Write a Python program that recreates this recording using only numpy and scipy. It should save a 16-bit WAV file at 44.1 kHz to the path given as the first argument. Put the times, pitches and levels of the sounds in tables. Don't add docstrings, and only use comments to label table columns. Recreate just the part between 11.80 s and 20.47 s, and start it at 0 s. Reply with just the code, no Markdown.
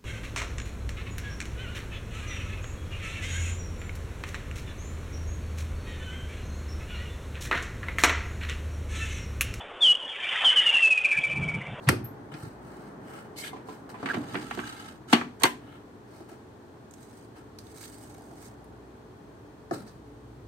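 import sys
import numpy as np
from scipy import signal
from scipy.io import wavfile

SR = 44100
rng = np.random.default_rng(int(sys.argv[2]) if len(sys.argv) > 2 else 0)


def bounce(signal):
    frames = np.transpose(np.atleast_2d(signal))
    limited = np.clip(frames, -1, 1)
    pcm = np.round(limited * 32767).astype(np.int16)
    wavfile.write(sys.argv[1], SR, pcm)


N = 382347
TIME = np.arange(N) / SR
RING_TIME = TIME[:SR // 2]
BAND_EDGES = np.geomspace(35, 16500, 24)
FILTER_BANK = [(np.sqrt(low * high), signal.butter(2, [low, high], "band", fs=SR, output="sos"))
               for low, high in zip(BAND_EDGES, BAND_EDGES[1:])]

# f/Hz, correlation
LIKENESS = [(60, 1), (130, 0.89), (250, 0.95), (500, 0.45), (1000, 0.011), (4000, .03), (12000, 0.055)]
# f/Hz, t60/s
PANEL_T60 = [(120, 0.15), (400, 0.19), (1200, 0.096), (4000, 0.17), (12000, 0.035)]
PORCH_T60 = [(120, 1), (400, 0.33), (1200, 0.29), (4000, 0.32), (12000, 0.2)]
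# delay/ms, level/dB
PANEL_ECHOES = [(1.3, -8), (2.3, -5), (3.7, -6)]
# f/Hz, level/dB
AIR_COLOUR = [(18, -44), (30, -21.5), (55, -19), (123, 8), (152, -3), (173, -2), (292, -2), (379, -1),
              (420, 3), (606, -9), (787, -10.5), (1440, -19.5), (1590, -17), (3230, -29.5), (15500, -50.5)]
BRUSH_COLOUR = [(200, 22), (400, 22), (900, 22), (1400, 25.5), (2200, 15.5), (3200, 21.5), (4400, 17.5),
                (5500, 0), (8500, 3), (12000, -14), (15500, 0)]
SLIDE_COLOUR = [(59, -32), (100, -11), (192, -6.5), (228, 1.5), (319, 1), (530, -29), (825, -21.5),
                (1090, -29), (1400, -18), (2180, -33), (3250, -25), (5630, -23), (8410, -30), (11100, -36),
                (15500, -44.5)]
POWDER_COLOUR = [(300, -50), (1200, -5), (1800, 0), (2800, -10.5), (4500, -4.5), (8500, -2), (11000, -9.5),
                 (15500, -10)]
# f/Hz, level/dB
DOOR_COLOUR = [(35, -57.5), (80, -7), (135, -3.5), (400, -5), (657, -21), (889, -15.5), (1230, -27.5),
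               (1320, -7.5), (2010, -23.5), (2410, -19.5), (3580, -36.5), (5450, -25), (6410, -41),
               (9510, -23), (15500, -50)]
DRAWER_COLOUR = [(53, -39.5), (130, -17.5), (290, 3), (599, -32.5), (682, -1.5), (902, -7.5), (1140, -2.5),
                 (1300, -3.5), (1580, -2.5), (1800, -3.5), (3010, -18), (4540, -32), (4950, -37.5),
                 (8660, -45.5), (15500, -56)]
DROP_COLOUR = [(53, -36.5), (150, -8), (290, 1), (600, -11), (800, 0.5), (1100, 1), (1350, -11.5),
               (1700, -0.5), (2100, -4.5), (3200, -12), (4500, -22.5), (6000, -28.5), (8700, -26),
               (15500, -33.5)]
CUP_COLOUR = [(59, -54), (100, -4), (210, 8), (347, 3), (541, 4), (697, 3), (936, -33), (1310, 0),
              (1430, -51), (3460, -40), (4190, -9.5), (15500, -16)]
# f/Hz, level/dB
HUM_TONES = [(60, -9), (119, -15), (290, -6), (430, -4.5)]
# t/s, level/dB
TRAFFIC_LEVEL = [(0.0, -50.5), (0.55, -54.5), (1.11, -52.5), (2.051, -54.5), (2.44, -49), (2.748, -58),
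                 (3.137, -57), (5.479, -58.5), (6.62, -57.5), (8.67, -59.5)]
# t/s, rise/s, hold/s, rub/dB, hiss/dB
HAND_STROKES = [(0.015, 0.025, 0.004, -55.5, -55.5), (0.515, 0.0076, .005, -46.5, -55.5),
                (0.52, 0.06, 0.093, -52.5, -55.5), (0.8, 0.051, 0.23, -58, -62),
                (1.2, 0.18, 0.0082, -47, -52.5), (1.84, 0.065, 0.038, -52.5, -56),
                (2.091, 0.0009, 0.0026, -48, -51.5), (3.79, 0.086, 0.09, -56.5, -66.5),
                (4.24, .15, 0.0054, -55.5, -58.5), (4.48, 0.017, 0.011, -51.5, -56),
                (5.55, 0.018, 0.0041, -52.5, -57.5), (7.915, 0.02, 0.017, -43.5, -45.5),
                (8.06, 0.0085, 0.012, -55.5, -56.5)]
# low/Hz, high/Hz
KNOCK_ZONES = [(60, 550), (550, 2000), (2000, 6000), (6000, 16000)]
# t/s, thud/dB, knock/dB, clack/dB, tick/dB, left minus right/dB, ring length factor
DOOR_HITS = [(0.0882, -24, -27, -23.5, -39, -1, 0.22), (0.0915, -65, -60, -61, -31.5, 8, 0.2),
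             (0.1215, -30.5, -47, -68, -63, 0, 0.53), (0.2515, -81, -70, -62, -76, 6, 0.5),
             (0.539, -43, -67, -50.5, -89, -1, 0.5), (0.634, -44.5, -73, -78, -64, -4, 0.59)]
HANDLE_HITS = [(1.731, -41, -58, -61, -60, -0.5, 0.8), (1.762, -47.5, -60, -58, -65.5, -4, 0.45),
               (1.8855, -44, -49.5, -64, -56, -3, 1), (2.1425, -62, -48.5, -55, -89, -6, 0.22)]
DRAWER_HITS = [(2.2275, -35, -46, -71, -57, -2, 0.59), (2.2578, -48, -40.5, -41.5, -52, -3, 0.4),
               (2.274, -48, -45, -61, -67, -2, 0.35), (2.287, -60, -39.5, -47, -69, -5, 0.37),
               (2.307, -62, -53, -56, -57, 0, 0.25), (2.334, -40, -52, -47, -66, -4, 0.35),
               (2.3418, -39.5, -42, -44, -54, -1, 0.35), (2.3675, -32.5, -51, -64, -77, -5, 0.58),
               (2.4288, -49, -64, -67, -75, -3, 0.35), (2.543, -40, -43, -49, -72, -6, 0.23),
               (2.553, -34, -43.5, -38.5, -74, -3, 0.2), (2.571, -57, -49, -60, -70, 1, 0.25),
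               (2.7095, -67, -38.5, -46, -66, -4, 0.3), (2.774, -34.5, -64, -50, -58, -3, 0.26),
               (2.790, -54, -38.5, -47, -63, -5, 0.19), (3.3278, -16.5, -21, -38, -31, 1, 0.23),
               (3.3315, -34, -49, -27.5, -28, 2, 0.24), (3.342, -46, -50, -32, -47, 0, 0.4),
               (3.4116, -44, -36, -52, -56, -3, 0.3)]
DROP_HITS = [(3.608, -65, -48.5, -62, -62, -0.5, 0.75), (3.619, -43, -47, -58.5, -54, -11, 0.46),
             (3.6341, -26.5, -26, -30, -24, 0, 0.37), (3.6395, -35, -25, -36, -52, -1, 0.26),
             (3.652, -39, -27.5, -42.5, -36.5, 1, 1)]
CUP_HITS = [(4.404, -45.5, -75, -69, -91, 0.82, 0.61), (4.515, -47.5, -63, -69, -76, 0, 0.85),
            (5.7873, -66, -73, -67, -73, -1.2, 0.6), (6.511, -60, -59, -78, -73, 0.011, 0.48),
            (7.9102, -30.5, -36.5, -59.5, -63, 0.26, 0.41), (7.936, -60, -49, -62, -66, 0, 3.3),
            (8.074, -55, -75, -60, -87, 0, 3)]
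# f/Hz, level/dB, t60/s
DOOR_MODES = [(112, -6, .28), (130, -1, .3), (245, -2, .33), (301, 1, .33), (361, -2, .35), (430, -5, .3),
              (560, -18, .38), (781, -15, .31), (1040, -13, .15), (1190, -10, .16), (1320, -4, .12),
              (1400, -5, .12), (1480, -10, .16), (1618, -10, .15), (1820, -11, .14), (2316, -10, .1),
              (2476, -12, .17), (3075, -17, .12), (4226, -19, .15), (4500, -19, .15)]
HANDLE_MODES = [(435, -8, .3), (760, 2, .06), (1012, 5.5, .17), (1150, 0, .08)]
CUP_MODES = [(319, -1, .15), (360, 3, .09), (417, -6, .12), (680, 1, .07), (765, -3, .08), (1120, -14, .1),
             (1255, -7, .065), (1420, -7, .05), (1730, -5, .035)]
# t/s, f/Hz, level/dB, half length/s
SEAL_THUMPS = [(0.0854, 133, -13.5, 0.0089), (0.165, 115, -29, 0.024), (0.249, 121, -36.5, 0.027),
               (0.545, 149, -37.5, 0.022), (0.638, 131, -30.5, 0.0064), (0.676, 128, -33, 0.0076)]
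# t/s, rise/s, hold/s, rasp/dB, hiss/dB
FINGER_RUBS = [(1.558, 0.028, 0.026, -46, -41), (1.612, 0.032, 0.036, -38.5, -43.5)]
# f/Hz, width/Hz, level/dB
DRAWER_FRONT = [(1750, 120, 6), (2050, 45, 6), (2300, 45, 3), (2600, 40, 4), (2900, 50, 3), (3200, 50, 3),
                (3480, 50, 6), (4390, 130, 4), (4800, 45, 4), (5820, 40, 0), (8050, 40, 0)]
TRAY_WALLS = [(2320, 70, 2), (2890, 65, 3), (3380, 50, 0), (3950, 130, 1), (4380, 70, 0), (4680, 130, 2),
              (5300, 60, 3), (6400, 110, 1)]
# f/Hz, jerked/dB, dropped/dB, t60/s
TRAY_MODES = [(122, -14, -17, .2), (240, -4, -6, .34), (303, -1, -5, .19), (365, -2, -5, .16),
              (465, 2, -2, .06), (690, 0, -6, .05), (830, -6, -10, .15), (1017, -10, 0, .18),
              (1150, 0, -5, .24), (1305, -1, -12, .13), (1600, -8, 0, .17), (2067, -10, -3, .16),
              (2316, -6, -9, .15), (2705, -17, -13, .17), (2900, -10, -12, .15), (3050, -10, -6, .14),
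              (3380, -14, -13, .11), (3850, -17, -15, .13), (4460, -14, -10, .07)]
# t/s, rise/s, hold/s, rumble/dB, scrape/dB, hiss/dB
TRAY_DRAGS = [(2.17, .13, 0.056, -45.5, -45.5, -58), (2.34, 0.015, 0.054, -41.5, -75, -82),
              (3.275, 0.051, 0.003, -43, -39.5, -46.5), (3.594, 0.011, 0.025, -65.5, -55, -55.5)]
# t/s, level/dB
PULL_SPEED = [(2.39, -67), (2.598, -56.5), (2.662, -60), (2.85, -57.5), (3.09, -60.5), (3.16, -73),
              (3.22, -99)]
# t/s, f/Hz, level/dB, half length/s
RAIL_SQUEAKS = [(2.303, 1600, -24, 0.0021), (2.3103, 1596, -23.5, 0.01), (2.839, 1490, -33.5, 0.005)]
# t/s, level/dB
POWDER_FLOW = [
    [(5.15, -70), (5.218, -64), (5.226, -64), (5.45, -69), (5.52, -90)],
    [(5.82, -71), (5.91, -59.5), (5.985, -58), (6.02, -51), (6.055, -51), (6.085, -57), (6.25, -58.5),
     (6.498, -67.5), (6.51, -69)],
    [(6.56, -66), (6.624, -55.5), (6.678, -57), (6.778, -84), (6.78, -78)],
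]
# t/s, level/dB, f/Hz
POWDER_LUMPS = [(5.1102, -56.5, 6600), (5.1375, -53, 6600), (5.2297, -58, 6450), (5.7868, -46, 4820),
                (5.8684, -56, 4130), (6.012, -62, 3900), (6.038, -49.5, 3600), (6.056, -53, 4200),
                (6.843, -62.5, 9450)]
# f/Hz, width/Hz, left/dB, right/dB
TREBLE_SHAPE = [(2780, 7800, 1, -1), (4760, 330, -5.5, 3), (4950, 130, -7.5, -7.5),
                (5590, 170, -16.5, -11.5), (6610, 110, 3, 8.5), (6990, 378, -18, -5), (7950, 980, -17, 2.5),
                (8400, 560, -8.5, 7), (11040, 660, -2, -6.5), (12160, 410, 6, 4.5)]

QUICK_FADE_DB_PER_S = 461.5
CUTOFF_HZ = 15800


def amp(db):
    return np.exp(np.log(10) / 20 * np.asarray(db))


def at_hz(points, hz):
    points = np.array(points)
    return np.interp(np.log(hz), np.log(points[:, 0]), points[:, 1])


def gain_curve(rows):
    s, db = np.transpose(rows)
    inside = np.clip(1 + np.minimum(TIME - s[0], s[-1] - TIME) / 0.055, 0, 1)
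    return inside * amp(np.interp(TIME, s, db))


def unit(x, count=N):
    return x / np.sqrt(np.mean(x.mean(0)[:count] ** 2) + 1e-20)


def band(x, low_hz, high_hz, order=2):
    sos = signal.butter(order, [low_hz, min(high_hz, .45 * SR)], "band", fs=SR, output="sos")
    return signal.sosfilt(sos, x)


def ring(x, hz, width_hz):
    return signal.lfilter(*signal.iirpeak(hz, hz / width_hz, fs=SR), x)


def drift(per_s):
    knots = rng.standard_normal(N // 20)
    return np.interp(TIME * per_s, np.arange(len(knots)), knots)


def pair(two, hz):
    alike = at_hz(LIKENESS, hz)
    return np.sqrt(1 + alike) * two[0] + np.sqrt(1 - alike) * two[1] * [[1], [-1]]


def pan(x, left_db):
    return x * amp([[left_db / 2], [-left_db / 2]])


def add(out, s, sound):
    start = round(s * SR)
    out[:, start:start + sound.shape[-1]] += sound[..., :N - start]


def grains(per_s, spread_db):
    happens = rng.random((2, 2, N)) < per_s / SR
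    impacts = happens * rng.standard_normal((2, 2, N))
    return impacts * amp(spread_db * np.minimum(rng.exponential(1, N), 4)) + 1e-18


def coloured(streams, colour):
    return sum(amp(at_hz(colour, hz)) * pair(signal.sosfilt(sos, streams[k % 2]), hz)
               for k, (hz, sos) in enumerate(FILTER_BANK))


def bump(s, half_length_s):
    return np.exp(-np.minimum(((TIME - s) / half_length_s) ** 2, 20))


def swell(s, rise_s, hold_s, fade_db_per_s):
    rise = np.clip((TIME - s) / max(rise_s, .001), 0, 1)
    fade_db = fade_db_per_s * np.maximum(TIME - s - rise_s - hold_s, 0)
    return rise * amp(-np.minimum(fade_db, 200))


def movements(rows, fade_db_per_s):
    power = sum((amp(levels_db)[:, None] * swell(s, rise_s, hold_s, fade_db_per_s)) ** 2
                for s, rise_s, hold_s, *levels_db in rows)
    return np.sqrt(power)


def read_at(x, times):
    return np.array([np.interp(times, TIME, side) for side in x])


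def panel_echoes(x, waver=.008, per_s=3):
    out = x
    for delay_ms, db in PANEL_ECHOES:
        delay_s = delay_ms / 1000 * (1 + waver * drift(per_s))
        out = out + amp(db) * read_at(x, TIME - delay_s)
    return out


def wall_ringing(x, resonances, pitch_share=.02, waver_db=3.5, per_s=14):
    out = 0
    for hz, width_hz, db in resonances:
        shifted = TIME + pitch_share / per_s * drift(per_s)
        out = out + amp(db + waver_db * drift(per_s)) * read_at(ring(x, hz, width_hz), shifted)
    return out


def struck(colour, modes, length, modes_db, crack_db, porch_db):
    t, wash, tones = RING_TIME, 0, 0
    noise = rng.standard_normal((2, 2, len(t)))
    for k, (hz, sos) in enumerate(FILTER_BANK):
        panel = amp(-60 * t / (length * at_hz(PANEL_T60, hz))) * np.minimum(t / 0.00063, 1)
        porch = amp(porch_db - 60 * t / at_hz(PORCH_T60, hz)) * np.minimum(t / 0.0079, 1)
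        force = pair(noise[k % 2], hz) * (panel + porch)
        force[:, 0] += amp(crack_db) * (-1) ** k
        wash = wash + amp(at_hz(colour, hz)) * signal.sosfilt(sos, force)
    for k, (hz, db, t60) in enumerate(modes):
        skew = (-1) ** k * np.arccos(at_hz(LIKENESS, hz)) * np.array([[.5], [-.5]])
        fade = amp(db + rng.normal(0, 1) - 60 * t / t60)
        pitch_hz = hz * (1 + .003 * rng.normal())
        tones = tones + (-1) ** k * fade * np.sin(2 * np.pi * pitch_hz * t + skew)
    tones = tones * np.minimum(t / 0.00038, 1)
    return unit(wash, count=900) + amp(modes_db) * unit(tones, count=900)


def knocks(hits, colour, modes, length, modes_db, crack_db, porch_db):
    out = np.zeros((2, N))
    for s, *levels_db, left_db, ringing in hits:
        sound = struck(colour, modes, length * max(ringing, .2), modes_db, crack_db, porch_db)
        zones = [(-1) ** k * amp(db) * unit(band(sound, *KNOCK_ZONES[k]), count=900)
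                 for k, db in enumerate(levels_db)]
        add(out, s, pan(sum(zones), left_db))
    return out


def surroundings(hiss_db, waver_db):
    s, db = np.transpose(TRAFFIC_LEVEL)
    traffic_db = np.interp(TIME, s, db)
    air = coloured(rng.standard_normal((2, 2, N)), AIR_COLOUR)
    hum = sum(amp(db + waver_db * drift(3.7)) * np.sin(2 * np.pi * hz * TIME + 1.35 * drift(5.0))
              for hz, db in HUM_TONES)
    bass = amp(-55.5) * hum + amp(-50) * unit(band(air, 32.0, 150))
    rumble_db = -45.5 + 0.82 * (traffic_db - traffic_db.mean())
    rumble = amp(rumble_db) * unit(band(air, 121.7, 451.6))
    traffic = amp(6 + traffic_db) * unit(band(air, 520.0, 1700))
    drone_gain = np.clip((TIME - 5.5) / 0.88, 0, 1) * amp(-61.5 + 16.5 * np.maximum(TIME - 8.04, 0))
    phase = 2 * np.pi * 60.0 * TIME + 0.95 * drift(16)
    drone = drone_gain * (np.sin(phase) + amp(3) * np.sin(2 * phase))
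    return bass + drone + rumble + traffic + amp(hiss_db) * unit(band(air, 3500, 24000))


def brushing(fibres_per_s):
    scuffs = coloured(grains(fibres_per_s, spread_db=1.5), BRUSH_COLOUR)
    rub = panel_echoes(scuffs * amp(2.0 * drift(190)))
    rub_gain, hiss_gain = movements(HAND_STROKES, fade_db_per_s=190)
    return rub_gain * unit(band(rub, 250, 5000)) + hiss_gain * unit(band(rub, 4500, 16000))


def door(spring_s, spring_db, lead_in_db):
    out = knocks(DOOR_HITS, DOOR_COLOUR, DOOR_MODES,
                 length=1.0, modes_db=-9.5, crack_db=18.5, porch_db=-18.0)
    for s, hz, db, half_length_s in SEAL_THUMPS:
        out = out + amp(db) * bump(s, half_length_s) * np.sin(2 * np.pi * hz * (s - TIME))
    spring = unit(band(rng.standard_normal((2, len(RING_TIME))), 12790, 12940), count=4000)
    add(out, spring_s, amp(spring_db - 60 * RING_TIME / 0.17) * spring)
    lead_in_gain = swell(0.068, rise_s=.016, hold_s=.003, fade_db_per_s=QUICK_FADE_DB_PER_S)
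    return out + amp(lead_in_db) * lead_in_gain * unit(band(rng.standard_normal((2, N)), 500, 2500))


def finger_rasp(direct_db, fade_db_per_s):
    slips = pair(band(grains(3000, spread_db=1.5), 1300, 9000, order=1), hz=3000)
    rub = panel_echoes(amp(direct_db) * slips + wall_ringing(slips, DRAWER_FRONT))
    rasp_gain, hiss_gain = movements(FINGER_RUBS, fade_db_per_s)
    return rasp_gain * unit(band(rub, 1000, 4200)) + hiss_gain * unit(band(rub, 3100, 13000))


def drawer_knocks():
    jerked_modes = [(hz, db, t60) for hz, db, _, t60 in TRAY_MODES]
    dropped_modes = [(hz, db, t60) for hz, _, db, t60 in TRAY_MODES]
    taps = knocks(HANDLE_HITS, DRAWER_COLOUR, HANDLE_MODES,
                  length=0.47, modes_db=9.0, crack_db=-1.0, porch_db=-1.0)
    jerks = knocks(DRAWER_HITS, DRAWER_COLOUR, jerked_modes,
                   length=1.0, modes_db=-5.5, crack_db=13.5, porch_db=-16.5)
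    drop = knocks(DROP_HITS, DROP_COLOUR, dropped_modes,
                  length=0.66, modes_db=-4.0, crack_db=9.5, porch_db=-20.5)
    return taps + jerks + drop


def drawer_slide(slips_per_s, modes_db):
    catches = amp(14) * grains(55, spread_db=1.0)
    slips = grains(slips_per_s, spread_db=2.0)
    friction = coloured(slips + catches, SLIDE_COLOUR)
    tray = sum(ring(friction, hz, 1.9 / t60) for hz, *_, t60 in TRAY_MODES)
    rub = panel_echoes(friction + amp(modes_db) * tray + wall_ringing(friction, TRAY_WALLS))
    rub = rub * amp(2.2 * drift(160) + 1.4 * drift(30))
    speed = gain_curve(PULL_SPEED)
    drag_rumble, drag_scrape, drag_hiss = movements(TRAY_DRAGS, QUICK_FADE_DB_PER_S)
    rumble_db = 18 - 10 * np.maximum(TIME - PULL_SPEED[0][0], 0)
    rumble = np.hypot(amp(rumble_db) * speed, drag_rumble) * unit(band(rub, 69, 680))
    scrape = np.hypot(amp(12) * speed, drag_scrape) * unit(band(rub, 770, 2700))
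    hiss = np.hypot(amp(1.5) * speed, drag_hiss) * unit(band(rub, 6500, 17000))
    return pan(rumble + scrape + hiss, left_db=-2.1)


def rail_squeak(s, hz, db, half_length_s):
    phase = 2 * np.pi * np.cumsum(hz * (1 + 0.09 * drift(420))) / SR
    tone = np.sin(phase) + amp(-32) * np.sin(2 * phase)
    return pan(amp(db) * bump(s, half_length_s) * tone, left_db=-6.5)


def cup():
    return knocks(CUP_HITS, CUP_COLOUR, CUP_MODES,
                  length=0.32, modes_db=5.0, crack_db=-27.0, porch_db=-13.0)


def powder(lump_t60, flow_db, snap_db, hollow_db):
    impacts = grains(1000, spread_db=3.6)
    fall = coloured(impacts, POWDER_COLOUR) * amp(1.6 * drift(140))
    fall = panel_echoes(fall + wall_ringing(fall, TRAY_WALLS))
    out = amp(flow_db) * sum(gain_curve(tip) for tip in POWDER_FLOW) * unit(fall)
    hollow = ring(band(pair(impacts[0], hz=745), 500, 1000), hz=745, width_hz=160)
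    out = out + amp(hollow_db) * swell(6.12, rise_s=0.2, hold_s=0.1, fade_db_per_s=16.5) * unit(hollow)
    lump_fade = amp(-60 * RING_TIME / lump_t60) + amp(-15 - 220 * RING_TIME)
    for s, db, hz in POWDER_LUMPS:
        burst = rng.standard_normal((2, len(RING_TIME))) * lump_fade
        tick = unit(band(burst, hz / 1.23, hz * 1.21), count=130)
        snap = amp(snap_db) * unit(band(burst, 1600, 11400), count=130)
        add(out, s, amp(db - 4.5) * (tick + snap))
    return pan(out, left_db=-2.5)


def scene():
    shut = door(spring_s=0.2415, spring_db=-43.0, lead_in_db=-33.5)
    drawer = drawer_knocks() + drawer_slide(slips_per_s=3600, modes_db=-2.0)
    squeaks = sum(rail_squeak(*row) for row in RAIL_SQUEAKS)
    hands = brushing(fibres_per_s=4500) + finger_rasp(direct_db=-7.5, fade_db_per_s=397)
    pouring = powder(lump_t60=0.023, flow_db=-1.0, snap_db=1.0, hollow_db=-58.0) + cup()
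    return shut + drawer + squeaks + hands + pouring + surroundings(hiss_db=-69.0, waver_db=4.0)


def record(dry):
    for hz, width_hz, *sides_db in TREBLE_SHAPE:
        dry = dry + (amp(sides_db)[:, None] - 1) * ring(dry, hz, width_hz)
    return signal.sosfilt(signal.ellip(10, .2, 90, CUTOFF_HZ, fs=SR, output="sos"), dry)


dry = scene()
out = record(dry)
bounce(out)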